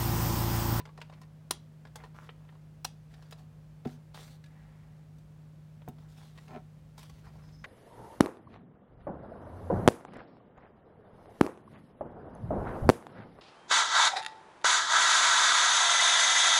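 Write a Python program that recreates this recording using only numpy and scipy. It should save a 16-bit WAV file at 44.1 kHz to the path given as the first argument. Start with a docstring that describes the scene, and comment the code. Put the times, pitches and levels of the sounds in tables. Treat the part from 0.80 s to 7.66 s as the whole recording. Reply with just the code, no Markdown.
"""A sticker is picked off its stiff backing sheet with ticks and two snaps, close up in a small humming room.
A hand bumps the wooden desk, strokes a planner page, smooths the sticker down and drags away; the next one squeaks.
Ticks, snaps and taps are noise bursts through resonances, strokes are grainy noise, bumps are decaying sines.
Under it lie a motor and steady tones made of sines, and the noise of the room air."""
import sys
import numpy as np
from scipy import signal
from scipy.fft import rfft, irfft, next_fast_len
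from scipy.io import wavfile
from scipy.ndimage import uniform_filter1d, map_coordinates

SR = 44100
rng = np.random.default_rng(int(sys.argv[2]) if len(sys.argv) > 2 else 0)


def bounce(signal):
    """Save signal as a 16-bit WAV file at the path given by the first command-line argument."""
    frames = np.transpose(np.atleast_2d(signal))
    limited = np.clip(frames, -1, 1)
    pcm = np.round(limited * 32767).astype(np.int16)
    wavfile.write(sys.argv[1], SR, pcm)


N = 302526

# resonances of the bent backing sheet: f/Hz, width/Hz, relative lift/dB (scaled where used)
SHEET_MODES = [(1008, 64, 13), (1840, 75, 17), (2890, 185, -1.5), (3300, 110, -13), (4110, 330, 8.5),
               (5250, 130, 14), (5770, 210, 1), (7160, 100, 8.5), (9100, 230, 10.5)]


def amp(db):
    """Decibels to gain."""
    return 10 ** (np.asarray(db) / 20)


def unit(x):
    """Scale to rms 1."""
    return x / np.sqrt(np.mean(x ** 2) + 1e-20)


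def along(points, hz):
    """Read (f/Hz, value) points on a log frequency axis."""
    f, v = np.transpose(points)
    return np.interp(np.log(hz + 1), np.log(f), v)


def wobble(rate):
    """A smooth random curve with rate knots a second."""
    knots = rng.standard_normal(int(N * rate / SR) + 4)
    return map_coordinates(knots, [np.arange(N) * rate / SR])


def filtered(x, response):
    """Filter x by a response given as a function of frequency."""
    m = next_fast_len(N + SR // 2)
    return irfft(rfft(x, m) * response(np.fft.rfftfreq(m, 1 / SR)), m)[:N]


def coloured(x, points):
    """Shape x by an EQ curve of (f/Hz, level/dB) points, then scale to rms 1."""
    return unit(filtered(x, lambda hz: amp(along(points, hz))))


def causal(curve, size=4096):
    """Minimum-phase impulse response of energy 1 for a dB curve of frequency."""
    cepstrum = irfft(np.log(amp(curve(np.fft.rfftfreq(size, 1 / SR)))))
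    cepstrum[1:size // 2] *= 2
    cepstrum[size // 2 + 1:] = 0
    h = irfft(np.exp(rfft(cepstrum)))
    return h / np.linalg.norm(h)


def fade(t, t60):
    """Exponential decay that loses 60 dB in t60 seconds."""
    return np.exp(-np.log(1000) * t / max(t60, 1e-3))


def burst(t60, attack):
    """A crackle of noise that rises quickly and dies away, with the energy of its envelope."""
    t = np.arange(SR // 5) / SR
    shape = fade(t, t60) * (1 - np.exp(-t / attack))
    x = shape * rng.standard_normal(len(t))
    return x * np.linalg.norm(shape) / np.linalg.norm(x)


def add(track, s, sound):
    """Mix a sound in at time s."""
    i = max(round(s * SR), 0)
    track[i:i + len(sound)] += sound[:max(N - i, 0)]


def friction(rate, spread_db, smooth):
    """Paper fibres catch and let go: rate grains a second of uneven size over an even hiss."""
    hits = rng.random(N) < rate / SR
    grains = hits * rng.standard_normal(N) * amp(spread_db * rng.standard_normal(N))
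    return unit(unit(grains) + smooth * rng.standard_normal(N))


def patchy(x, depth_db):
    """The contact patch keeps changing shape, so bands of the sound come and go."""
    z = signal.stft(x, nperseg=512)[2]
    field = rng.standard_normal(z.shape)
    for _ in range(2):
        across_bands = uniform_filter1d(field, size=4, axis=0)
        field = uniform_filter1d(across_bands, size=9, axis=1)
    return signal.istft(z * amp(depth_db * unit(field)), nperseg=512)[1][:N]


def stroke(start, length, attack=.025, release=.061, sag_db=8):
    """Pressure of one stroke (times in s): it builds, sags by sag_db a second, and lifts around its end."""
    t = np.arange(N) / SR - start
    build = np.clip(t / attack, 0, 1)
    lift = np.clip((length - t) / release + .5, 0, 1)
    return build * lift * amp(-sag_db * np.clip(t, 0, length))


def sheet_db(hz, modes):
    """The lift that the sheet's resonances give each frequency, at 0.63 of their listed size."""
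    lift = sum(db / (1 + (2 * (hz - centre) / width) ** 2) for centre, width, db in modes)
    return 0.63 * lift


def hum():
    """A motor with a strong third order, mains hum with faint tones, and the air of the room."""
    # sines locked to the motor's turning: order, rms level/dB
    motor_orders = [(1, -71), (2, -64.5), (3, -52.5), (6, -83)]
    # mains hum and faint tones: f/Hz, mean rms level/dB
    faint_tones = [(120, -69.5), (171, -79), (188, -75.5), (531, -83), (565, -84.5)]
    # EQ of the room air: f/Hz, relative level/dB
    air_colour = [(20, -51), (32, -18.5), (48, 4), (62, 6.5), (85, -2), (140, 0.5), (240, -3), (300, -12),
                  (600, -14), (1000, -19.5), (2000, -25.5), (4000, -31), (9000, -36.5), (16000, -41.5)]
    motor_hz = 51.32  # mean speed
    t = np.arange(N) / SR
    turns = np.cumsum(motor_hz * (1 + .001 * wobble(2))) / SR
    load = amp(.6 * wobble(1.5))
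    motor = load * sum(amp(db) * np.sin(2 * np.pi * (order * turns + rng.random()))
                       for order, db in motor_orders)
    tones = sum(amp(db + 1.3 * wobble(3.8)) * np.sin(2 * np.pi * (hz * t + rng.random()))
                for hz, db in faint_tones)
    air = amp(-59.5) * coloured(rng.standard_normal(N), air_colour)
    return np.sqrt(2) * (motor + tones) + air  # sqrt 2 turns sine peaks into rms levels


def ticks():
    """Nails and paper edges tick, soft ones with body, sharp ones with edge; the grip shifts the sheet's modes."""
    # tick moments: t/s, relative level/dB, relative body/dB, relative edge/dB
    contacts = [(.0024, -40.5, 6, -24), (0.0123, -52.5, -13, -29), (.0538, -40.5, 0, -19.5),
                (0.0733, -45.5, 11, -22), (0.0896, -46.5, 4.5, -31), (.176, -41, 2, -17.5),
                (.1854, -42.5, 14, -24), (0.203, -52, -14, -18), (0.2149, -34.5, -4.5, -21.5),
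                (.297, -45.5, 1, -23), (0.3241, -48.5, 2, -24), (0.3358, -52.5, -16, -23),
                (.415, -47.5, -3, -11), (0.4325, -53, -5, -20), (1.0514, -43, 3, -22),
                (1.0697, -48, 1, -22), (1.1566, -36, -1, -6), (1.2372, -39, 2.5, -24),
                (1.2486, -49, 3, -15), (1.344, -47.5, 12, -24), (1.4416, -56, -15, -17),
                (1.4905, -36.5, -3, -70), (1.5024, -57, -9, -20), (1.649, -57, 2, -22),
                (1.6891, -50.5, -7, -48), (1.724, -56, 8, -20), (1.7524, -53, 5, -36),
                (2.339, -50, -9, -16), (2.4239, -49, -2.5, -17), (2.51, -47.5, -18, -1),
                (2.524, -38, -1, -14), (3.0505, -42.5, -5, -30), (3.072, -48, -15, -12),
                (3.3444, -40, -2.5, -15), (3.6396, -51, -25, -15.5), (3.66, -55, -15, -15),
                (4.3836, -62, -11, -1), (5.018, -49, 3, -37), (5.0853, -46.5, 5, -9),
                (5.1834, -52.5, 4, -16), (5.5758, -47, -9, -20), (5.584, -46, -7, -27),
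                (5.6805, -47.5, -4, -21), (6.1788, -43.5, -1, -7), (6.191, -45.5, -1, -3),
                (6.2297, -44.5, 5, -3), (6.2966, -47.5, -0.5, -11), (6.467, -48, 4, -29),
                (6.555, -51, 11, -22), (6.636, -53.5, 4, -18), (6.688, -55, -1, -26)]
    t60_s, attack_s = .036, .0013
    out = np.zeros(N)
    for s, db, body_db, edge_db in contacts:
        bend = np.exp(0.136 * rng.standard_normal())
        colour = [(150, body_db - 15.0), (450, body_db + 7.5), (900, body_db + 8.5),
                  (1800, 0.2), (3200, -1.0),
                  (5500, 0.56 * edge_db + 0.5), (10000, edge_db - 1.5), (16000, 1.25 * edge_db - 6)]
        ring = causal(lambda hz: along(colour, hz) + sheet_db(hz * bend, SHEET_MODES))
        tick = signal.fftconvolve(burst(t60_s, attack_s), ring)
        add(out, s - .0005, amp(db - 1) * tick)
    return out


def room(x, wall_db, tail_db):
    """What the room sends back: near wall and desk almost at once, then a short tail."""
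    # decay of the tail: f/Hz, t60/s
    tail_t60 = [(200, 0.39), (1000, 0.2), (4000, 0.25), (9000, 0.15), (16000, 0.063)]
    hz, t, z = signal.stft(rng.standard_normal(SR // 2), SR, nperseg=256)
    decay = np.exp(-np.log(1000) * t / along(tail_t60, hz)[:, None])
    tail = signal.istft(z * decay, SR, nperseg=256)[1]
    walls = burst(0.014, attack=0.00084)
    answer = np.zeros(N)
    add(answer, .003, amp(wall_db) * walls / np.linalg.norm(walls))
    add(answer, .008, amp(tail_db) * tail / np.linalg.norm(tail))
    return signal.fftconvolve(x, answer[:SR // 2])[:N]


def rustles(flutter_db):
    """Fingers and sleeve rub on paper: a papery body and a fine hiss follow the same strokes."""
    # strokes over sheet and page: start/s, length/s, rustle level/dB, hiss level/dB
    rubs = [(.17, .09, -73, -88), (0.304, .1, -67.5, -83), (1.147, 0.13, -58, -74),
            (1.338, .15, -60, -70.5), (1.585, 0.19, -75, -92), (2.29, 0.25, -70, -74.5),
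            (2.568, 0.048, -63, -66), (3.069, 0.084, -64, -64.5), (3.335, 0.13, -57.5, -58),
            (3.458, 0.098, -64, -64), (5.176, 0.093, -67.5, -77), (5.278, 0.083, -69, -69),
            (5.357, 0.16, -66, -67), (5.53, 0.266, -69, -70.5), (6.168, 0.079, -70, -61.5),
            (6.242, .075, -79, -66.5), (6.324, 0.1, -70.5, -70), (6.429, 0.075, -59.5, -71),
            (6.512, 0.24, -69, -75)]
    # EQ of the papery body: f/Hz, relative level/dB
    body_colour = [(200, -4), (450, 6.5), (750, 10.5), (1100, 7.5), (1550, 6), (2300, 0), (3500, -14),
                   (6000, -35)]
    # EQ of the fine hiss: f/Hz, relative level/dB
    hiss_colour = [(1800, -2), (3500, 4.5), (5500, 0.5), (8000, -4), (12000, -9), (16000, -10)]
    body_gain, hiss_gain = np.zeros(N), np.zeros(N)
    for s, length, rustle_db, hiss_db in rubs:
        pressure = stroke(s, length)
        body_gain += amp(rustle_db) * pressure
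        hiss_gain += amp(hiss_db) * pressure
    body = coloured(patchy(friction(650, spread_db=3, smooth=.4), depth_db=2.7), body_colour)
    hiss = coloured(patchy(friction(2200, spread_db=2, smooth=.9), depth_db=2.2), hiss_colour)
    flutter = amp(flutter_db * wobble(70))
    return (body_gain * body + hiss_gain * hiss) * flutter


def snaps():
    """The stiff sheet flips over in a few quick buckles, each ringing the resonances of its present bend."""
    # buckling steps, one list a snap: t/s, relative level/dB, t60/s
    buckles = [
        [(0.7086, -23.5, 0.018), (0.7103, -19, 0.0097), (.7125, -34.5, 0.041)],
        [(2.0463, -30, 0.012), (2.0484, -28, 0.0088), (2.0499, -29, 0.023)],
    ]
    # EQ of the crack: f/Hz, relative level/dB
    crack_colour = [(100, -18), (250, -11), (600, -9), (1100, -7.5), (1700, -12), (2300, -14.5),
                    (3000, -3.5), (4500, -11.5), (5600, -5), (6500, -11.5), (10000, -11), (12500, -19.5),
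                    (16000, -17.5)]
    # the same sheet, bent further, for the second snap: f/Hz, width/Hz, relative lift/dB
    flexed_modes = [(754, 68, 12.5), (1004, 140, 13), (1500, 410, 10), (3260, 120, -3), (4150, 250, 21.5),
                    (5200, 260, 12), (5700, 190, 14), (7500, 150, 9), (9500, 150, 3), (15000, 2000, 10)]
    direct, spread = np.zeros(N), np.zeros(N)
    broad = causal(lambda hz: along(crack_colour, hz))
    for steps, modes in zip(buckles, (SHEET_MODES, flexed_modes)):
        ring = causal(lambda hz: along(crack_colour, hz) + sheet_db(hz, modes))
        for s, db, t60 in steps:
            crack = amp(db + 2.0) * burst(t60, attack=.0001)
            add(direct, s, signal.fftconvolve(crack, ring))
            add(spread, s, signal.fftconvolve(crack, broad))  # over all directions the peaks even out
    return direct + room(spread, wall_db=-21, tail_db=-18.0)


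def taps():
    """Damped taps and clicks: one broad resonance that falls off steeply above."""
    # tap moments: t/s, relative level/dB, f/Hz, t60/s
    pats = [(3.052, -37, 684, 0.028), (3.055, -46, 1270, 0.019), (3.0557, -36, 382, 0.033),
            (3.389, -49.5, 470, 0.044), (5.0773, -36, 734, 0.028), (5.0778, -44, 1400, 0.015),
            (5.0856, -48, 14500, 0.022), (6.84, -41, 1940, 0.0085), (6.8418, -33.5, 1860, 0.039)]
    out = np.zeros(N)
    for s, db, pitch_hz, t60 in pats:
        shape = [(pitch_hz / 8, -22), (pitch_hz * .4, -8), (pitch_hz * .68, -9),
                 (pitch_hz * .9, 0), (pitch_hz * 1.15, 0),
                 (pitch_hz * 1.5, -12), (pitch_hz * 2.6, -25), (pitch_hz * 6, -46)]
        ring = causal(lambda hz: along(shape, hz))
        tap = signal.fftconvolve(burst(t60, attack=0.00057), ring)
        add(out, s, amp(db + 1.5) * tap)
    return out


def thumps():
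    """A soft hand lands on the planner and pushes the desk top down; its modes ring on."""
    # blows: t/s, relative level/dB, upper-mode trim/dB
    blows = [(3.056, -29, -1.5), (5.0815, -32, -11.5)]
    # modes of the desk under the planner: f/Hz, relative level/dB, t60/s
    desk_modes = [(101, -17, 0.04), (148.6, 2, 0.14), (239.2, 2.5, 0.11), (360, -1.5, 0.075),
                  (403, 0, 0.065), (569, -15, 0.018), (615, -20.5, 0.1), (754, -10.5, 0.097),
                  (936, -23, 0.066), (1340, -31, 0.064)]
    out, t = np.zeros(N), np.arange(SR // 3) / SR
    soft_attack = 1 - np.exp(-t / 0.0031)
    for s, db, upper_db in blows:
        ring = np.zeros(len(t))
        for hz, level, t60 in desk_modes:
            gain = amp(level + upper_db * (hz > 200))
            ring += gain * fade(t, t60) * np.sin(2 * np.pi * hz * t)
        add(out, s, -amp(db + 2.5) * ring * soft_attack)  # minus: the first push is downward
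    return out


def smoothing():
    """A fingertip smooths the sticker down in one long, faint rub, ever more lightly."""
    # EQ of the rub: f/Hz, relative level/dB
    rub_colour = [(400, -21), (800, 5), (1300, -2), (1900, 2), (2400, -6), (3300, -14.5), (8000, -26),
                  (16000, -40)]
    start_s, length_s, level_db, sag_db_per_s = 3.64, 0.57, -65, 17
    rub = coloured(friction(1400, spread_db=2, smooth=.9), rub_colour)
    pressure = stroke(start_s, length_s, attack=0.14, release=.3, sag_db=sag_db_per_s)
    return amp(level_db) * pressure * rub


def drag():
    """The heel of the hand sticks and slips, ever harder, and shakes the book; it dulls as the hand lifts."""
    # resonances of the page on the desk: f/Hz, width/Hz, relative level/dB
    book_modes = [(154, 26, -3), (242, 18, 1), (350, 18, -2.5), (416, 25, -0.5), (615, 26, -3),
                  (750, 26, 6), (1034, 89, -10), (1337, 38, -7), (1790, 78, -17), (2230, 460, -21.5),
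                  (2600, 62, -25)]
    start_s, lift_s, level_db = 5.68, 5.775, -40
    attack_s, swell_db_per_s, t60_s = 0.017, 137, 0.1
    bright_db, dull_s = 2.5, 0.041  # treble gain in full contact, slope time of its loss
    t = np.arange(N) / SR
    swell = np.clip((t - start_s) / attack_s, 0, 1) * amp(swell_db_per_s * np.minimum(t - lift_s, 0))
    level = amp(level_db) * swell * fade(np.maximum(t - lift_s, 0), t60_s)
    bright = amp(bright_db) * np.clip((lift_s - t) / dull_s + .5, .1, 1)
    slips = friction(900, spread_db=2, smooth=.4)

    def book(f):
        """Sum of band-pass modes with alternating sign."""
        return sum((-1) ** k * amp(db) * 1j * f * w / (c * c - f * f + 1j * f * w)
                   for k, (c, w, db) in enumerate(book_modes))

    body = unit(filtered(slips, lambda hz: book(hz) / (1 + (hz / 4500) ** 3)))
    upper = filtered(body, lambda hz: 1 - 1 / (1 + (hz / 900) ** 4))
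    return level * (body + (bright - 1) * upper)


def shuffle():
    """A soft low rumble of noise swells once the hand has left the page, then holds."""
    start_s, rise_s, level_db = 6.05, 0.39, -58
    swell = amp(level_db) * np.clip((np.arange(N) / SR - start_s) / rise_s, 0, 1)
    colour = [(20, -40), (32, -20), (44, -9), (60, -7), (110, -14), (300, -22.0), (1000, -96)]
    return swell * coloured(rng.standard_normal(N), colour)


def squeaks():
    """The glue lets go in very fast slips: a wavering whistle in a narrow fizz."""
    # squeaks of the peeling sticker: start/s, length/s, relative level/dB
    pulls = [(6.62, .085, -73.5), (6.715, 0.057, -69), (6.773, 0.12, -72)]
    # EQ of the fizz around the whistle: f/Hz, relative level/dB
    fizz_colour = [(3500, -22), (4800, -14), (5170, 0), (5550, -13), (6150, -10), (7200, -26), (12000, -36)]
    whistle_hz, waver_hz = 5130, 34.8
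    pull = sum(amp(db) * stroke(s, length, attack=0.012, release=.02) for s, length, db in pulls)
    cycles = np.cumsum(whistle_hz + waver_hz * wobble(120)) / SR
    whistle = np.sqrt(2) * np.sin(2 * np.pi * cycles)
    fizz = coloured(rng.standard_normal(N), fizz_colour)
    return pull * (amp(-7 + 3 * wobble(90)) * whistle + amp(-1.5) * fizz)


def scene():
    """All the handling, in the humming room."""
    paper = ticks() + taps() + rustles(flutter_db=0.3) + smoothing() + squeaks()
    desk = thumps() + drag()
    echoes = room(paper, wall_db=-9.0, tail_db=-15.5) + room(desk, wall_db=-14, tail_db=-17.5)
    return (snaps() + paper + desk + echoes + shuffle() + hum())[None]


def record(dry):
    """The small microphone drops the deepest bass, and nothing is kept above the band limit."""
    top_hz = 16050
    thin = signal.sosfilt(signal.butter(4, 40, "highpass", fs=SR, output="sos"), dry[0])
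    return filtered(thin, lambda hz: hz < top_hz)[None]


dry = scene()
out = record(dry)
bounce(out)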